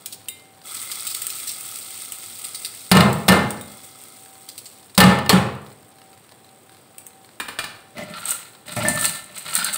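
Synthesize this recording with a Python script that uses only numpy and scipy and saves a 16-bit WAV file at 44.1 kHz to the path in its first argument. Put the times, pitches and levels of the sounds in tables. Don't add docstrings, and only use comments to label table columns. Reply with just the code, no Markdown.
import sys
import numpy as np
from scipy import signal
from scipy.fft import rfft, irfft, next_fast_len
from scipy.io import wavfile
from scipy.ndimage import uniform_filter1d, minimum_filter1d, map_coordinates

SR = 44100
rng = np.random.default_rng(int(sys.argv[2]) if len(sys.argv) > 2 else 0)


def waveform_to_disk(signal):
    frames = np.transpose(np.atleast_2d(signal))
    scaled = np.clip(frames, -1, 1) * 32767
    samples = np.round(scaled).astype(np.int16)
    wavfile.write(sys.argv[1], SR, samples)


N = 430857

# pitch in Hz, strength in dB, free decay t60 in s.
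POT_MODES = [(482, -13, .7), (829, -3.5, .9), (1234, -11, .5), (1292, -5.5, .45), (1777, -1, .64),
             (1784, -11, .68), (2099, -7.5, .7), (2385, -15, .55), (2572, -15, .45), (2845, -6.5, .4),
             (2875, -9, .42), (3730, -16, .42), (3995, -17, .45), (4190, -12, .3), (4482, -18, .45),
             (4800, -20, .4), (4940, -19, .4)]
# frequency in Hz, relative density in dB per Hz.
FRYING_COLOUR = [(60, -49), (300, -17.5), (900, -29.5), (2500, -10), (4300, -11.5), (6000, -13),
                 (7300, -6.5), (8400, 4.5), (9800, -6), (12300, -11), (14000, -7), (15400, -3.5)]
# frequency in Hz, relative density in dB per Hz.
CRACK_COLOUR = [(60, -21), (1200, 0), (3000, -5.5), (4300, 0.5), (6200, -14), (8600, -5.5), (11500, -13),
                (15500, -10)]
# centre in Hz, width in Hz, relative level in dB.
RUBBING_MODES = [(119, 22, -8), (177, 38, 0), (596, 38, -4), (2026, 88, -12)]


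def amp(db):
    return np.exp(np.asarray(db) * (np.log(10) / 20))


def unit(x):
    return x / np.sqrt(np.mean(x ** 2) + 1e-20)


def along(points, hz):
    f, values = np.transpose(points)
    return np.interp(np.log(hz + 1), np.log(f + 1), values)


def wobble(rate):
    knots = rng.standard_normal(int(N * rate / SR) + 4)
    return map_coordinates(knots, [np.arange(N) * rate / SR])


def filtered(x, response):
    size = next_fast_len(len(x) + 8192)
    hz = np.fft.rfftfreq(size, 1 / SR)
    return irfft(rfft(x, size) * response(hz), size)[:len(x)]


def coloured(x, spectrum):
    return unit(filtered(x, lambda hz: amp(along(spectrum, hz))))


def bell(hz, centre_hz, width):
    return np.exp(-(np.log((hz + 1) / centre_hz) / width) ** 2)


def resonance(hz, centre_hz, width_hz):
    return 1j * hz * width_hz / (centre_hz ** 2 - hz ** 2 + 1j * hz * width_hz)


def resonances(x, table):
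    def response(hz):
        return sum(amp(db) * resonance(hz, centre_hz, width_hz) for centre_hz, width_hz, db in table)
    return unit(filtered(x, response))


def add(track, s, sound):
    part = track[round(s * SR):][:len(sound)]
    part += sound[:len(part)]


def fade(t60):
    return np.exp(-np.log(1000) * np.arange(SR) / SR / t60)


def uneven(spectrum, ripple_db, spacing_hz):
    noise = coloured(rng.standard_normal(SR), spectrum)
    heights = np.clip(rng.standard_normal(1024), -2, 2)
    places = np.arange(len(heights))
    return unit(filtered(noise, lambda hz: amp(ripple_db * np.interp(hz / spacing_hz, places, heights))))


def burst(spectrum, t60):
    return uneven(spectrum, ripple_db=4.5, spacing_hz=170) * fade(t60)


def ring(modes):
    t = np.arange(SR) / SR
    return sum(amp(db + rng.standard_normal()) * np.sin(2 * np.pi * hz * t) * fade(t60)
               for hz, db, t60 in modes)


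def grains(rate, spread_db, life):
    sizes = (rng.random(N) < rate / SR) * amp(spread_db * np.clip(rng.standard_normal(N), -2, 2))
    power = signal.lfilter([1], [1, -np.exp(-2 / (life * SR))], sizes ** 2)
    return unit(np.sqrt(power) * rng.standard_normal(N))


def lingering(x):
    # frequency in Hz, t60 in s.
    kitchen_decay = [(500, 0.72), (1500, 0.61), (4000, 0.53), (9000, 0.38), (15000, 0.37)]
    hz, t, bands = signal.stft(x, SR, nperseg=256)
    decay = np.exp(-np.log(1000) * t / along(kitchen_decay, hz)[:, None])
    return signal.istft(bands * decay, SR, nperseg=256)[1][:SR]


def in_room(x, wet_db):
    tail = lingering(rng.standard_normal(SR))
    return x + amp(wet_db) * signal.fftconvolve(x, tail / np.linalg.norm(tail))[:N]


def spit(lift_db):
    snap = burst(FRYING_COLOUR, t60=.017) * (1 - fade(t60=.0015))
    echo = amp(-14) * burst(FRYING_COLOUR, t60=.08)
    return filtered(snap + echo, lambda hz: amp(lift_db * bell(hz, centre_hz=4530, width=0.25)))


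def background():
    # frequency in Hz, relative density in dB per Hz.
    rush_colour = [(25, -22.5), (55, -31), (98, 2), (160, -4.5), (270, -2.5), (700, -6.5), (1700, -15),
                   (4000, -20.5), (8000, -60)]
    hum_hz, hum_db = 772, -61
    turn = 2 * np.pi * hum_hz * np.arange(N) / SR
    swell, waver = (.8 * wobble(11) for _ in range(2))
    hum = (1 + swell) * np.sin(turn) + waver * np.cos(turn)
    rush = coloured(rng.standard_normal(N), rush_colour)
    return amp(hum_db) * hum + amp(-53.5) * rush


def flare_level():
    # start in seconds, level in dB,
    # rise time constant in s, time until dry in s.
    flares = [(-0.1, -46.5, 0.035, 0.27), (0.631, -32.5, 0.076, 3.5), (2.38, -40, 0.063, 0.49),
              (3.66, -45.5, 0.023, 1.93)]
    simmer_db = -56.5
    fresh_db, fresh_s = 8, 0.43
    power = np.full((2, N), amp(simmer_db) ** 2)
    for s, db, rise_s, dry_s in flares:
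        age = np.maximum(np.arange(N) / SR - s, 0)
        moisture = np.maximum(1 - age / dry_s, 0)
        level = amp(db) * (1 - np.exp(-age / rise_s)) * moisture
        big_level = level * amp(fresh_db * np.exp(-age / fresh_s))
        power += np.square([level, big_level])
    return np.sqrt(power)


def sizzle():
    # centre in Hz, width in Hz, relative level in dB.
    cavity_modes = [(1297, 103, 2.5), (2060, 88, -0.5), (3373, 54, 3)]
    surge_db, surge_rate = 0.8, 15
    level, big_level = flare_level()
    fizz = coloured(grains(rate=2700, spread_db=3.0, life=0.001), FRYING_COLOUR)
    crackle = coloured(grains(rate=70, spread_db=3.2, life=.0018), FRYING_COLOUR)
    bubble_grains = grains(rate=260, spread_db=3.5, life=.003)
    bubbles = unit(filtered(bubble_grains, lambda hz: bell(hz, centre_hz=4300, width=.36)))
    ticks = coloured(grains(rate=15, spread_db=2.5, life=.003), CRACK_COLOUR)
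    hollow = resonances(grains(rate=500, spread_db=4, life=.002), cavity_modes)
    frying = fizz + amp(-3.0) * crackle + amp(-11.0) * bubbles
    surging = level * amp(surge_db * wobble(surge_rate)) * frying
    return in_room(surging + amp(-14.5) * big_level * hollow + amp(-60.0) * ticks, wet_db=-7.0)


def pops():
    # start in seconds, level in dB, lift around 4.5 kHz in dB.
    spits = [(0.0594, -14.5, 6), (1.148, -13, 9), (1.2192, -12, 1), (1.2676, -12, -2), (1.758, -18.5, 0),
             (2.121, -15, -7), (3.129, -17.5, -6), (3.506, -17.5, 2), (4.95, -26.5, 16),
             (6.9822, -22.5, -4), (7.0663, -25.5, -17)]
    out = np.zeros(N)
    for s, db, lift_db in spits:
        add(out, s, amp(db) * spit(lift_db))
    return in_room(out, wet_db=-6.5)


def rustles():
    # start in seconds, relative level in dB.
    shifts = [(0.116, -32), (0.124, -28.5), (0.914, -23), (1.068, -20.5), (1.100, -22.5), (1.301, -23),
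              (1.473, -23.5), (1.491, -22.5), (2.443, -25), (2.545, -23.5), (2.647, -22.5), (4.487, -27.5),
              (4.578, -28), (4.656, -32.5)]
    out = np.zeros(N)
    for s, db in shifts:
        mesh = filtered(burst(FRYING_COLOUR, t60=0.09),
                        lambda hz: amp(11.1 * bell(hz, centre_hz=4530, width=0.31)))
        add(out, s, amp(db) * mesh * (1 - fade(t60=0.008)))
    rough = np.abs(grains(rate=700, spread_db=2.5, life=.002))
    clumps = unit(uniform_filter1d(rough, size=64))
    return in_room(out * clumps, wet_db=-9.0)


def touches():
    # pitch in Hz, strength in dB, t60 in s.
    clink_modes = [(2099, -6, .55), (2390, -12, .5), (3714, 6.5, .18), (4011, -5, .41), (4802, -8, .35),
                   (7687, 1, .22), (8694, 5, .15), (9039, 12, .11), (11180, 2, .15), (14840, 8, .11)]
    # start in seconds, relative strength in dB.
    contacts = [(0.285, -35), (3.611, -43)]
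    out = np.zeros(N)
    for s, db in contacts:
        clink = amp(db - 6) * ring(clink_modes)
        tick = amp(db + 18) * burst(FRYING_COLOUR, t60=.025)
        add(out, s, clink + tick)
    return in_room(out, wet_db=-10.5)


def stroke_levels():
    # blade lands in seconds, presses hardest in seconds, rubbing in dB,
    # heap tips in seconds, scraping in dB, hollow rasp in dB, crunch in dB.
    strokes = [(7.942, 8.034, -33, 8.19, -43, -41.5, -44.5), (8.222, 8.285, -57, 8.29, -35, -38, -31),
               (8.654, 8.862, -31, 9.05, -32.5, -37, -24.5), (9.262, 9.322, -50, 9.38, -44, -54, -41.5),
               (9.425, 9.568, -42, 9.565, -31.5, -35.5, -28.5),
               (9.558, 9.642, -41, 9.655, -33.5, -34.5, -38), (9.69, 9.75, -55, 9.745, -40, -51, -30.5)]
    landing_s = 0.031
    rub_rise, rub_fall = 75, 99
    scrape_build_db, crunch_build_db = 11, 13.5
    settle_rate = 112
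    tumble_db, surge_db, tumble_s = 8.5, 2.5, 0.036
    t, power = np.arange(N) / SR, np.zeros((4, N))
    for land_s, press_s, rub_db, tip_s, scrape_db, rasp_db, crunch_db in strokes:
        contact = np.clip((t - land_s) / landing_s, 0, 1)
        press_db = np.minimum(rub_rise * (t - press_s), rub_fall * (press_s - t))
        to_go = np.clip((tip_s - t) / (tip_s - land_s), 0, 1)
        settle_db = settle_rate * np.maximum(t - tip_s, 0)
        tumble = np.exp(-((t - tip_s) / tumble_s) ** 2)
        drag_db = surge_db * tumble - scrape_build_db * to_go - settle_db
        heap_db = tumble_db * tumble - crunch_build_db * to_go - settle_db
        levels_db = [rub_db + press_db, scrape_db + drag_db, rasp_db + drag_db, crunch_db + heap_db]
        power += (contact * amp(levels_db)) ** 2
    return np.sqrt(power)


def drifting(x):
    drift, patchy_db, rate = 0.04, 2, 14
    place = np.arange(N) + np.cumsum(drift * wobble(rate))
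    return map_coordinates(x, [place], mode="mirror") * amp(patchy_db * wobble(rate))


def stirring():
    # frequency in Hz, relative density in dB per Hz.
    scrape_colour = [(300, -16.5), (900, 1), (1370, -3), (1700, 0.5), (2400, 2.5), (3100, 0), (4200, 4),
                     (6000, -19), (12000, -42)]
    rub_gain, scrape_gain, rasp_gain, crunch_gain = stroke_levels()
    rub = rub_gain * resonances(grains(rate=110, spread_db=3, life=0.006), RUBBING_MODES)
    slips = grains(rate=300, spread_db=6.5, life=0.007)
    scrape = scrape_gain * coloured(slips, scrape_colour)
    hollow = unit(filtered(slips, lambda hz: resonance(hz, centre_hz=1345, width_hz=170) ** 2))
    rasp = rasp_gain * drifting(hollow)
    crystals = coloured(grains(rate=300, spread_db=5, life=0.0035), FRYING_COLOUR)
    crunch = crunch_gain * filtered(crystals, lambda hz: bell(hz, centre_hz=8700, width=0.86))
    modes = np.diff(ring(POT_MODES), n=2, prepend=[0, 0])
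    wall = amp(-7) * signal.fftconvolve(scrape_gain * slips, modes / np.linalg.norm(modes))[:N]
    return wall + in_room(rub + scrape + rasp + crunch, wet_db=-7.0)


def woken(centre_hz, width):
    return filtered(ring(POT_MODES), lambda hz: bell(hz, centre_hz, width))


def clacks():
    # start in seconds, level in dB, lift around 5 kHz in dB.
    handle_hits = [(7.400, -20, -1.5), (7.484, -24, -1), (7.588, -20.5, 5), (7.641, -28, 6)]
    # pitch in Hz, strength in dB, t60 in s.
    handle_modes = [(1230, -8, 0.07), (1767, -10, 0.085), (2405, -9.5, 0.076), (2920, -25, 0.09)]
    # frequency in Hz, relative density in dB per Hz.
    clack_colour = [(150, -7), (600, -8.5), (1250, -1), (2200, -6), (3200, -9), (4400, -10), (6200, -22.5),
                    (8600, -10), (12000, -24.5), (15500, -15)]
    # start in seconds, thud in dB, drive of the pot's ring in dB.
    bumps = [(7.981, -26.5, -42), (8.766, -20, -35), (8.804, -24.5, -47), (8.851, -20, -19),
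             (8.877, -20, -27.5), (9.025, -33, -31)]
    # start in seconds, drive of the snap in dB,
    # drive of the pot's ring in dB.
    snaps = [(8.255, -15, -44), (8.286, -18.5, -44), (8.307, -5.5, -44), (8.314, -12, -44),
             (8.8846, -4, -23.5), (9.0539, -5, -16), (9.378, -21, -38), (9.5524, -3.5, -17),
             (9.645, -5.5, -18.5), (9.7425, -8.5, -42)]
    waver_db, waver_rate = 2, 28
    dry, wall = np.zeros(N), np.zeros(N)
    for s, db, lift_db in handle_hits:
        contact = coloured(rng.standard_normal(SR), clack_colour) * fade(t60=0.074)
        wood = filtered(contact + ring(handle_modes),
                        lambda hz: amp(lift_db * bell(hz, centre_hz=5030, width=0.79)))
        add(dry, s, amp(db) * wood)
    for s, db, ring_db in bumps:
        thud = resonances(rng.standard_normal(SR), RUBBING_MODES) * fade(t60=0.17)
        clack = amp(-5) * burst(clack_colour, t60=0.068)
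        add(dry, s, amp(db) * (thud + clack))
        add(wall, s, amp(ring_db) * woken(centre_hz=1740, width=0.14))
    for s, db, ring_db in snaps:
        snap = filtered(spit(lift_db=-12), lambda hz: bell(hz, centre_hz=8000, width=1.0))
        add(dry, s, amp(db) * snap)
        add(wall, s, amp(ring_db) * woken(centre_hz=4480, width=0.23))
    return wall * amp(waver_db * wobble(waver_rate)) + in_room(dry, wet_db=-4)


def spatula():
    return stirring() + clacks()


def rattles():
    # start in seconds, strength in dB.
    chatters = [(2.970, -7), (3.007, -8.5), (5.188, -26), (5.262, -29)]
    out = np.zeros(N)
    for s, db in chatters:
        tick = burst(CRACK_COLOUR, t60=0.027)
        choked = ring(POT_MODES) * fade(t60=0.096)
        add(out, s, amp(db) * (tick + choked))
    return out


def knocks():
    # start in seconds, strength in dB, drive of the pot's ring in dB,
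    # drive of the hob's boom in dB, the same boom as the pot rocks back in dB.
    blows = [(2.915, 6.5, -11.5, 4, -30), (3.282, -9.5, -53, -19, -39), (3.286, 0, -14, -3.5, -27),
             (4.978, 1, -21, -2.5, -40), (5.003, 1, -8.5, -9.5, 0), (5.294, -1, -23.5, -27, -6)]
    # pitch in Hz, strength in dB, t60 in s.
    hob_modes = [(89.4, -21, 0.73), (132, -13, 0.52), (145.3, -25, 0.66), (186.1, 3, 0.24), (207, -13, 0.7)]
    # frequency in Hz, relative density in dB per Hz.
    clatter_colour = [(60, -16), (120, 10.5), (260, 2), (900, 0.5), (1300, 1), (1700, -5), (4200, -12),
                      (6200, -24), (8600, -14), (11500, -27.5), (15500, -27)]
    rock_s = 0.035
    blow_clatter_db, rock_clatter_db, rock_crack_db = -12, -16, -19
    out = np.zeros(N)
    held = fade(t60=2.2)
    for s, db, ring_db, boom_db, rock_boom_db in blows:
        add(out, s, amp(ring_db) * ring(POT_MODES) * held)
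        blow = (s, db, db + blow_clatter_db, boom_db)
        rock = (s + rock_s, db + rock_crack_db, db + rock_clatter_db, rock_boom_db)
        for at, crack_db, clatter_db, hob_db in (blow, rock):
            grate = uneven(clatter_colour, ripple_db=3.5, spacing_hz=45)
            boom = ring(hob_modes) * (1 - fade(t60=0.04))
            add(out, at, amp(crack_db) * burst(CRACK_COLOUR, t60=0.057))
            add(out, at, amp(clatter_db) * lingering(grate))
            add(out, at, amp(hob_db) * boom)
    return out


def scene():
    kitchen = background() + sizzle() + pops()
    sieve = rustles() + touches() + rattles() + knocks()
    return (kitchen + sieve + spatula())[None]


def limiter(x, ceiling_db, release_db):
    level_db = 10 * np.log10(np.abs(uniform_filter1d(x ** 2, size=130)) + 1e-12)
    over_db = np.maximum(level_db - ceiling_db, 0)
    ramp = release_db * np.arange(N) / SR
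    gain_db = ramp - np.maximum.accumulate(over_db + ramp)
    early_db = minimum_filter1d(gain_db, size=65)
    return x * amp(uniform_filter1d(early_db, size=65))


def record(dry):
    top_hz = 15700
    held = np.clip(limiter(dry[0], ceiling_db=-6.0, release_db=127.0), -1, 1)
    bass_cut = signal.butter(2, 55, "highpass", fs=SR, output="sos")
    held = signal.sosfilt(bass_cut, held)
    return filtered(held, lambda hz: hz < top_hz)[None]


dry = scene()
out = record(dry)
waveform_to_disk(out)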